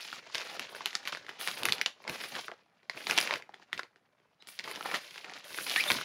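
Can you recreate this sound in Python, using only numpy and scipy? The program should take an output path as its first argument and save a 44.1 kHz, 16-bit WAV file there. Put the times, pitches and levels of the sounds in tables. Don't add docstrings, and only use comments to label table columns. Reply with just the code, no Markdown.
import sys
import numpy as np
from scipy import signal
from scipy.io import wavfile
from scipy.ndimage import uniform_filter1d

SR = 44100
rng = np.random.default_rng(int(sys.argv[2]) if len(sys.argv) > 2 else 0)


def unload_audio(sound):
    columns = np.transpose(np.atleast_2d(sound))
    steps = np.round(np.clip(columns, -1, 1) * 32767)
    wavfile.write(sys.argv[1], SR, steps.astype(np.int16))


def boost(x):
    u = np.asarray(x, float) / 20
    return 10 ** u


N = 266496

# (frequency [Hz], level [dB])
AIR_SPECTRUM = [(30, -9), (125, 17), (250, 4.5), (800, -1), (1700, -4), (3500, -18), (6000, -8.5),
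                (10000, -10.5), (17000, -19)]
AIR_DB = -80
# (frequency [Hz], time to fall 60 dB [s])
WALL_DECAY = [(200, 0.12), (700, 0.12), (2000, 0.22), (5000, 0.2), (12000, 0.23)]
# (nominal delay [s], level [dB])
NEAR_ECHOES = [(.0021, -15.5), (.0054, -26.5), (.0092, -27), (0.015, -21.5)]
# (frequency [Hz], gain [dB])
MIC_RESPONSE = [(20, -20.5), (55, -12.5), (120, 1.5), (300, 3), (5000, -1.78), (6800, -5.5), (8200, -9.5),
                (9700, -2), (11500, -4.5), (15700, -2.5), (16100, -21.5), (17200, -54.5)]

# (start [s], length [s], level [dB])
FLAPS_TIMED = [(.41, .2, -79), (.6, 0.032, -68), (1.125, 0.046, -60.5), (1.4, .02, -77), (1.6, 0.13, -53),
               (2.08, 0.042, -52.5), (2.94, .02, -60.5), (3.04, 0.047, -60), (3.15, 0.025, -57),
               (3.74, 0.025, -55.5), (4.59, .02, -60.5), (4.64, 0.35, -68), (4.93, 0.028, -56),
               (5.5, 0.29, -67.5), (5.78, 0.037, -67), (5.9, 0.052, -47)]
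# (frequency [Hz], level [dB])
FLAP_SPECTRUM = [(40, -30), (110, -6), (200, .1), (400, -6), (900, -30)]
SWING_S, REST_DB_PER_S = 0.0094, 300.5
STIR_DB, STIR_PER_DB = -71, 0.94

# (start [s], length [s], hiss at the start [dB], hiss at the end [dB])
SLIDE_STROKES = [(0, .19, -54, -66), (.335, 0.22, -59, -58), (.59, .02, -54, -63), (.69, 0.029, -60, -57),
                 (.748, .04, -49, -61), (.855, .03, -64, -72), (.95, .03, -55, -70),
                 (1.06, 0.021, -71, -48), (1.288, .03, -69, -80), (1.39, .17, -43, -51.5),
                 (1.57, 0.045, -45.5, -48), (1.63, .12, -71, -49), (1.81, .02, -32, -65),
                 (2.02, .01, -58, -69), (2.085, .075, -50.5, -51), (2.165, 0.032, -62, -58),
                 (2.2, 0.26, -51, -57.5), (2.895, .02, -65.5, -85), (2.95, .11, -60.5, -54),
                 (3.07, 0.17, -46, -43), (3.27, .11, -59, -63), (3.725, 0.018, -65, -80),
                 (3.79, 0.017, -62, -86), (4.42, .015, -73.5, -85), (4.47, 0.1, -52.5, -59),
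                 (4.585, .015, -62, -70), (4.635, 0.09, -62, -51), (4.74, 0.067, -56, -59),
                 (4.81, 0.17, -52, -54.5), (5.0, .23, -60, -64), (5.24, 0.018, -64, -75),
                 (5.3, .02, -68, -72), (5.35, .04, -66, -63), (5.44, 0.21, -56.5, -40),
                 (5.65, .16, -44, -40), (5.82, .11, -48.5, -33.5), (5.94, 0.073, -51, -49)]
# (frequency [Hz], level [dB])
SLIDE_SPECTRUM = [(1200, -34.5), (2500, -13.5), (4400, -9.5), (7000, -8.5), (10000, -0.5), (13000, -6.5),
                  (17000, -13)]
GRIP_S, LET_GO_DB_PER_S = 0.0084, 899.5
RUB_DB = -26.5

# (time [s], pitch [Hz], level [dB])
SQUEAK_PATHS = [
    [(4.398, 3760, -71.5), (4.404, 3820, -63), (4.415, 3960, -58), (4.428, 4000, -61)],
    [(4.402, 5000, -75), (4.41, 5050, -71), (4.424, 5000, -70)],
    [(4.42, 2210, -63), (4.424, 2200, -63), (4.434, 2100, -72)],
    [(5.758, 1637, -38), (5.764, 1685, -30), (5.785, 1897, -29.5), (5.8, 2165, -27.5), (5.81, 2526, -25),
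     (5.822, 2770, -37)],
    [(5.87, 3730, -42), (5.88, 3510, -33), (5.888, 3560, -28), (5.895, 3700, -24)],
]

# (time [s], small folds [dB], large folds against small [dB])
CRUMPLE_MOVES = [
    [(0, -48, -6), (.03, -48, -18), (.19, -46, -6), (.215, -61, -1.5), (.335, -51, -10.5),
     (.345, -42.5, -10), (.59, -48.5, -3.5), (.61, -45.5, -6), (.68, -51.5, -8), (.71, -53.5, 1),
     (.85, -51.5, -5.5), (.86, -47, -16), (1.02, -56.5, -4), (1.09, -46, -23), (1.118, -62, -2),
     (1.128, -46, -20), (1.28, -68.5, 5.5), (1.291, -54.5, 1), (1.385, -57.5, -5.5)],
    [(1.395, -47.5, -5), (1.423, -41, -15), (1.56, -46, -7.5), (1.6, -46.5, -3), (1.73, -49.5, -3),
     (1.81, -53, 3), (1.855, -68, -8), (1.865, -63, 14), (1.925, -83.5, 14)],
    [(2.0, -65.5, -3.5), (2.065, -61.5, 4), (2.078, -52, 7.5), (2.155, -43.5, -6), (2.171, -47.5, -11),
     (2.23, -45, -7.5), (2.3, -49, -10.5), (2.365, -40.5, -1), (2.413, -44.5, -8.5), (2.478, -51.5, -12),
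     (2.49, -65, 12), (2.57, -70, 1), (2.69, -79.5, 5)],
    [(2.928, -74, -1), (2.936, -57, -8), (2.967, -49, 1), (3.059, -47.5, -13.5), (3.109, -40.5, -2.5),
     (3.175, -39.5, -5.5), (3.221, -40, -4), (3.273, -41, -9), (3.351, -48, 8.5), (3.38, -50, -3.5),
     (3.425, -75.5, 11.5)],
    [(3.5, -76, 7.5), (3.633, -64, -2.5), (3.655, -79, 1), (3.725, -67.5, 2), (3.8, -72.5, 4),
     (3.85, -73.5, 10.5), (3.86, -85, 8)],
    [(4.395, -80, 2.5), (4.46, -69.5, -2), (4.49, -58.5, -15), (4.59, -58, -15), (4.625, -75, -3),
     (4.636, -50.5, -3), (4.72, -45.5, -2), (4.795, -52.5, -1), (4.855, -50, 1.5), (4.957, -40.5, -3),
     (5.005, -51, -11), (5.1, -53, -13.5), (5.228, -53.5, -10.5), (5.237, -57.5, 8.5), (5.273, -55.5, 1.5),
     (5.377, -50, -6.5), (5.417, -56.5, -9)],
    [(5.455, -53, -8), (5.577, -44, -11.5), (5.635, -43.5, -7), (5.658, -50, -11), (5.667, -38, -11),
     (5.805, -35, -13), (5.829, -42, -7.5), (5.917, -37, 0), (5.951, -37, -9.5), (6.04, -42.5, -9)],
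]
# (frequency [Hz], level [dB])
CLOTH_SPECTRUM = [(90, -30), (160, -10.5), (320, -11), (500, -1), (1200, 0), (2400, 3), (4600, 0.5),
                  (7000, -4.5), (12000, -28), (17000, -31)]
# (frequency [Hz], gain [dB])
OCTAVE_LIFT = [(100, -2.5), (10000, 4.0)]

# (time [s], peak of the body [dB], ring pitch [Hz], bright edge [dB], settling [dB])
CREASE_SNAPS = [(0.0502, -30, 3440, -30, -27), (0.128, -27.5, 1450, -27, -18),
                (.347, -16.5, 2800, -29, -19), (0.3531, -16.5, 3730, -39, -28),
                (0.3563, -27, 3000, -35, -23), (.381, -20, 3800, -34, -20), (0.5952, -18, 2600, -24, -21.5),
                (0.749, -27.5, 1530, -32, -25), (0.8072, -28.5, 1060, -38, -29),
                (0.8583, -12, 3020, -20, -24), (0.865, -26, 2200, -26, -22), (.9166, -38, 3300, -33, -27),
                (0.9301, -28.5, 2010, -36, -15), (0.9526, -10.5, 4500, -35, -28.5),
                (1.0298, -40, 1730, -30, -16), (1.0535, -27, 2050, -34, -15), (1.0744, -18, 2230, -25, -13),
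                (1.1235, -23.5, 2920, -44, -19), (1.1272, -22.5, 1420, -46, -25),
                (1.149, -23, 1900, -45, -21), (1.1715, -30, 1640, -39, -19), (1.2464, -41, 1950, -36, -16),
                (1.2653, -33, 1860, -42, -17.5), (1.2844, -34.5, 1480, -40, -20),
                (1.2919, -25.5, 1680, -30, -19), (1.4115, -26.5, 1800, -22, -15),
                (1.4745, -13, 2090, -20.5, -25), (1.4813, -24.5, 3300, -29, -7.5),
                (1.5136, -20.5, 4300, -25, -27), (1.5787, -32, 2400, -20, -15),
                (1.633, -15, 3000, -19, -28), (1.654, -11.5, 2450, -13, -18),
                (1.6863, -14, 1890, -20.5, -18), (1.6937, -21, 2000, -22, -31),
                (1.7228, -6, 3880, -33, -33), (1.7313, -21, 4200, -18, -34),
                (1.7824, -22.5, 2750, -40, -25), (1.8135, -12.5, 2140, -27, -45),
                (1.8181, -21, 2900, -22, -35), (1.8608, -9, 2960, -52, -26),
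                (1.8645, -18.5, 3000, -37, -31), (2.0024, -46.5, 840, -35, -31),
                (2.041, -37, 2300, -37, -30), (2.0503, -38, 935, -43, -28), (2.078, -21, 2170, -40, -19),
                (2.0957, -20, 2430, -22, -16), (2.203, -30, 2310, -26, -20), (2.215, -28, 2420, -27, -23),
                (2.238, -24.5, 1960, -30, -16), (2.2452, -26.5, 2200, -26, -14),
                (2.3524, -24.5, 1810, -32, -23), (2.482, -25, 1247, -52, -35),
                (2.5156, -29.5, 1900, -52, -38), (2.5189, -35, 700, -49, -38.5),
                (2.8304, -50, 2060, -40, -25), (2.8973, -18, 2070, -31.5, -22),
                (2.9747, -30.5, 2320, -32, -14.5), (3.0693, -16.5, 2230, -39, -32),
                (3.097, -19.5, 1620, -22, -11), (3.11, -9.5, 2630, -27, -27), (3.1227, -25, 1500, -29, -11),
                (3.1773, -6.5, 2670, -25, -24), (3.1802, -9.5, 2440, -32, -24),
                (3.1857, -4.5, 3150, -36, -28), (3.2032, -22, 2100, -9, -30),
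                (3.2123, -14.5, 5130, -19, -30), (3.2268, -17.5, 2470, -30, -26),
                (3.2741, -18, 2390, -29, -33), (3.2972, -30, 1040, -28, -20),
                (3.309, -14.5, 1960, -38, -30), (3.3282, -24, 2660, -35, -30),
                (3.338, -13.5, 2430, -34, -32), (3.3576, -22.5, 2040, -29, -18),
                (3.423, -33.5, 2130, -42, -34), (3.4921, -37.5, 790, -46, -26),
                (3.5376, -45, 810, -40, -16), (3.5419, -34, 2050, -45, -24),
                (3.5977, -49.5, 1000, -38, -28), (3.625, -45.5, 1710, -31.5, -24),
                (3.7296, -14, 1910, -40, -24), (3.7773, -25.5, 2360, -38, -14.5),
                (3.7935, -20, 1470, -38, -34), (3.7967, -23, 1980, -31, -36),
                (3.8322, -29.5, 2090, -44, -27.5), (3.9596, -46, 1530, -44, -19.5),
                (4.2, -54.5, 2015, -40, -28), (4.4237, -39, 3040, -34, -21), (4.472, -32.5, 3530, -24, -30),
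                (4.4865, -32.5, 5000, -22, -19), (4.5906, -18.5, 4560, -45, -21.5),
                (4.595, -22, 2100, -44, -33), (4.6406, -27, 4350, -37, -32), (4.6437, -27, 1900, -30, -24),
                (4.676, -29, 1070, -29, -14), (4.7131, -26.5, 2110, -13.5, -21),
                (4.759, -24.5, 2780, -38, -23), (4.809, -25, 1320, -37, -29), (4.8267, -28, 2330, -30, -26),
                (4.8571, -26, 880, -26, -8), (4.8611, -27.5, 950, -15, -22), (4.9138, -22, 2090, -31, -15),
                (4.941, -20.5, 1510, -30, -26), (4.944, -15.5, 1810, -28, -14),
                (4.9522, -27.5, 1920, -38, -4), (5.1088, -33, 3260, -23, -16), (5.159, -32, 1900, -33, -20),
                (5.1792, -29, 2850, -31, -20), (5.2444, -27.5, 2470, -37, -20),
                (5.248, -32, 2020, -37, -30), (5.2828, -41, 1400, -41, -32), (5.2966, -30, 2050, -45, -28),
                (5.3366, -28, 4300, -44, -28), (5.4429, -35, 3280, -28, -24),
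                (5.5446, -28.5, 1920, -19, -17), (5.5767, -25, 3540, -29, -32),
                (5.586, -21, 1490, -28, -22), (5.6663, -23.5, 2400, -25, -20),
                (5.6777, -29, 2170, -25, -23), (5.697, -14.5, 4170, -33, -32), (5.705, -21, 3600, -22, -26),
                (5.713, -19, 3200, -26, -14), (5.761, -12, 2420, -32, -29), (5.8388, -18, 3370, -22, -21),
                (5.9021, -11.5, 2270, -22, -19), (5.9081, -10.5, 2170, -23, -30),
                (5.9169, -11, 3600, -19, -26), (5.9868, -25, 1500, -33, -26), (6.0125, -24, 1400, -27, -22)]
THUMP_DB, THUMP_PER_DB, THUMP_PER_OCTAVE = -49.5, 0.51, -3


def evened(x):
    return x / np.sqrt(np.mean(x ** 2) + 1e-20)


def read(points, hz):
    f, value = np.transpose(points)
    return np.interp(np.log(hz + 1), np.log(f + 1), value)


def colour(x, points):
    gain_db = np.maximum(read(points, np.fft.rfftfreq(2048, 1 / SR)), -90)
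    log_gain = np.log(boost(gain_db))
    circle = np.concatenate([log_gain, log_gain[-2:0:-1]])
    taps = np.fft.ifft(np.exp(np.conj(signal.hilbert(circle)))).real
    return signal.oaconvolve(x, taps)[:N]


def wander(cutoff_hz):
    return evened(signal.lfilter(*signal.butter(2, cutoff_hz, fs=SR), rng.standard_normal(N)))


def ring(hz, cycles, size=600):
    t = np.arange(size) / SR
    attack = np.minimum(t * hz, 1)
    return np.sin(2 * np.pi * hz * t) * np.exp(-t * hz / cycles) * attack


def hiss(points, patchy_db):
    real, imaginary, patches = rng.standard_normal((N // 128 + 6, 257, 3)).T
    patches = uniform_filter1d(patches, 10, 0)
    patches = evened(uniform_filter1d(patches, 10, 1))
    level_db = read(points, np.fft.rfftfreq(512, 1 / SR))[:, None] + patchy_db * patches
    spectrum = (real + 1j * imaginary) * boost(level_db)
    return evened(signal.istft(spectrum, nperseg=512, noverlap=384)[1][:N])


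def bursts(rows, rise_s, fall_db_per_s):
    t, power = np.arange(N) / SR, np.zeros(N)
    for s, length, *db in rows:
        level = np.interp(t, [s, s + length], [db[0], db[-1]])
        level -= fall_db_per_s * np.maximum(t - s - length, 0)
        power += (boost(level) * np.clip((t - s) / rise_s, 0, 1)) ** 2
    return np.sqrt(power)


def crumpled():
    s, small, large = np.concatenate(CRUMPLE_MOVES).T
    t = np.arange(N) / SR
    return np.interp(t, s, small), np.interp(t, s, small + large)


def room_air():
    return boost(AIR_DB) * hiss(AIR_SPECTRUM, 0.89)


def echo(tail_db):
    taps = np.zeros(SR // 2)
    at = np.arange(120, SR // 2 - 20, 20)
    taps[at + rng.integers(0, 20, len(at))] = rng.choice([-1., 1.], len(at))
    hz, t, bands = signal.stft(taps, SR, nperseg=256)
    decay = boost(-60 * t / read(WALL_DECAY, hz)[:, None])
    tail = signal.istft(bands * decay, SR, nperseg=256)[1]
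    tail *= boost(tail_db) / np.linalg.norm(tail)
    for s, db in NEAR_ECHOES:
        tail[round(s * SR * rng.uniform(.8, 1.2))] += boost(db)
    return tail


def room(x, tail_db=-12):
    turn = 2 * np.pi * 2.3 * np.arange(N) / SR
    wet = np.zeros(N)
    for k in range(3):
        share = np.sqrt(2 / 3) * np.cos(turn + k * np.pi / 3)
        wet += signal.fftconvolve(x * share, echo(tail_db))[:N]
    return x + wet


def flapping():
    stir = boost(STIR_DB + STIR_PER_DB * (crumpled()[1] + 56))
    gain = np.hypot(bursts(FLAPS_TIMED, SWING_S, REST_DB_PER_S), stir)
    return gain * boost(2.5 * wander(14)) * hiss(FLAP_SPECTRUM, 2.2)


def sliding():
    grit = rng.standard_normal(N) * boost(4.1 * wander(900))
    rub = boost(crumpled()[0] + RUB_DB)
    gain = np.hypot(bursts(SLIDE_STROKES, GRIP_S, LET_GO_DB_PER_S), rub)
    gain = gain * boost(1.5 * wander(25))
    gritty = evened(colour(grit, SLIDE_SPECTRUM))
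    return gain * evened(gritty + .6 * hiss(SLIDE_SPECTRUM, 1.6))


def squeaks():
    out, t = np.zeros(N), np.arange(N) / SR
    for rows in SQUEAK_PATHS:
        s, hz, db = np.transpose(rows)
        on = (t >= s[0]) & (t < s[-1])
        pitch = np.interp(t[on], s, hz)
        rough_pitch = pitch * (1 + .012 * wander(700)[on])
        turn = 2 * np.pi * np.cumsum(rough_pitch) / SR
        overtone = boost(-10) / (1 + (pitch / 3100) ** 12)
        slips = np.sin(turn) + overtone * np.sin(2 * turn)
        level = boost(np.interp(t[on], s, db) + 3.0 * wander(340)[on])
        out[on] += level * slips * signal.windows.tukey(on.sum(), .25)
    return out


def crackle(per_s=4000, spread_db=4.0, clump_db=6.0, cycles=0.79, count=24):
    size = boost(spread_db * np.minimum(rng.exponential(1, N), 5)) * rng.choice([-1, 1], N)
    chance = per_s / SR * boost(clump_db * wander(45))
    size *= rng.random(N) < chance
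    fold = rng.integers(0, count, N)
    out = np.zeros(N)
    for k, hz in enumerate(np.geomspace(250, 11000, count)):
        grain = evened(ring(hz, cycles))
        out += signal.oaconvolve(size * (fold == k), grain)[:N]
    return evened(out)


def crumpling():
    folds = evened(colour(colour(crackle(), OCTAVE_LIFT), CLOTH_SPECTRUM))
    rustle = hiss(CLOTH_SPECTRUM, 2.2) * boost(2.2 * wander(30))
    both = boost(-1.5) * folds + boost(-5.5) * rustle
    large = signal.filtfilt(*signal.butter(2, 1800, fs=SR), both)
    small_db, large_db = crumpled()
    return boost(large_db) * evened(large) + boost(small_db) * evened(both - large)


def snaps():
    size = 4000
    out, t = np.zeros(N + size), np.arange(size) / SR
    noise = rng.standard_normal((len(CREASE_SNAPS), 4, size))
    ratios = rng.uniform(1.4, 2.3, len(CREASE_SNAPS))
    middle = signal.butter(2, [700, 5500], "bandpass", fs=SR)
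    open_air = signal.butter(2, 130, "highpass", fs=SR)
    dull = signal.butter(3, 6800, fs=SR)
    top = signal.butter(2, [7800, 12300], "bandpass", fs=SR)
    thump = ring(392, 1.9, size) + 0.43 * ring(170, 1.35, size)
    thump = signal.lfilter(*open_air, thump)
    for (s, db, hz, edge_db, settle_db), (a, b, c, d), ratio in zip(CREASE_SNAPS, noise, ratios):
        near = signal.butter(1, [hz / 2.2, min(hz * 2.2, 9000)], "bandpass", fs=SR)
        crack = signal.lfilter(*near, a * np.minimum(t / 0.00007, 1) * np.exp(-t / 0.0013))
        rings = 1.4 * ring(hz, 1.7, size) + .6 * ring(hz * ratio, 2.2, size)
        body = signal.lfilter(*dull, rings + 1.1 * crack)
        gritty = c * boost(21.6 * uniform_filter1d(d, size=12))
        settling = boost(settle_db) * gritty * np.exp(-t / 0.016) * np.minimum(t / .002, 1)
        edge = signal.lfilter(*top, b * np.exp(-t / 0.00033))
        edge = edge / np.std(edge[:100])
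        edge = edge + signal.lfilter(*top, 2.2 * settling)
        thump_db = THUMP_DB + THUMP_PER_DB * (db + 24) + THUMP_PER_OCTAVE * np.log2(hz / 2000)
        snap = body / abs(body).max() + signal.lfilter(*middle, settling) + boost(edge_db) * edge
        out[round(s * SR):][:size] += boost(db) * snap + boost(thump_db) * thump
    return out[:N]


def scene():
    bag = crumpling() + sliding() + flapping() + snaps() + squeaks()
    return (room(bag) + room_air())[None]


def low_pass(x):
    return signal.sosfilt(signal.butter(12, 17000, fs=SR, output="sos"), x)


def record(dry):
    mix = colour(dry[0], MIC_RESPONSE)[None]
    return low_pass(mix)


dry = scene()
out = record(dry)
unload_audio(out)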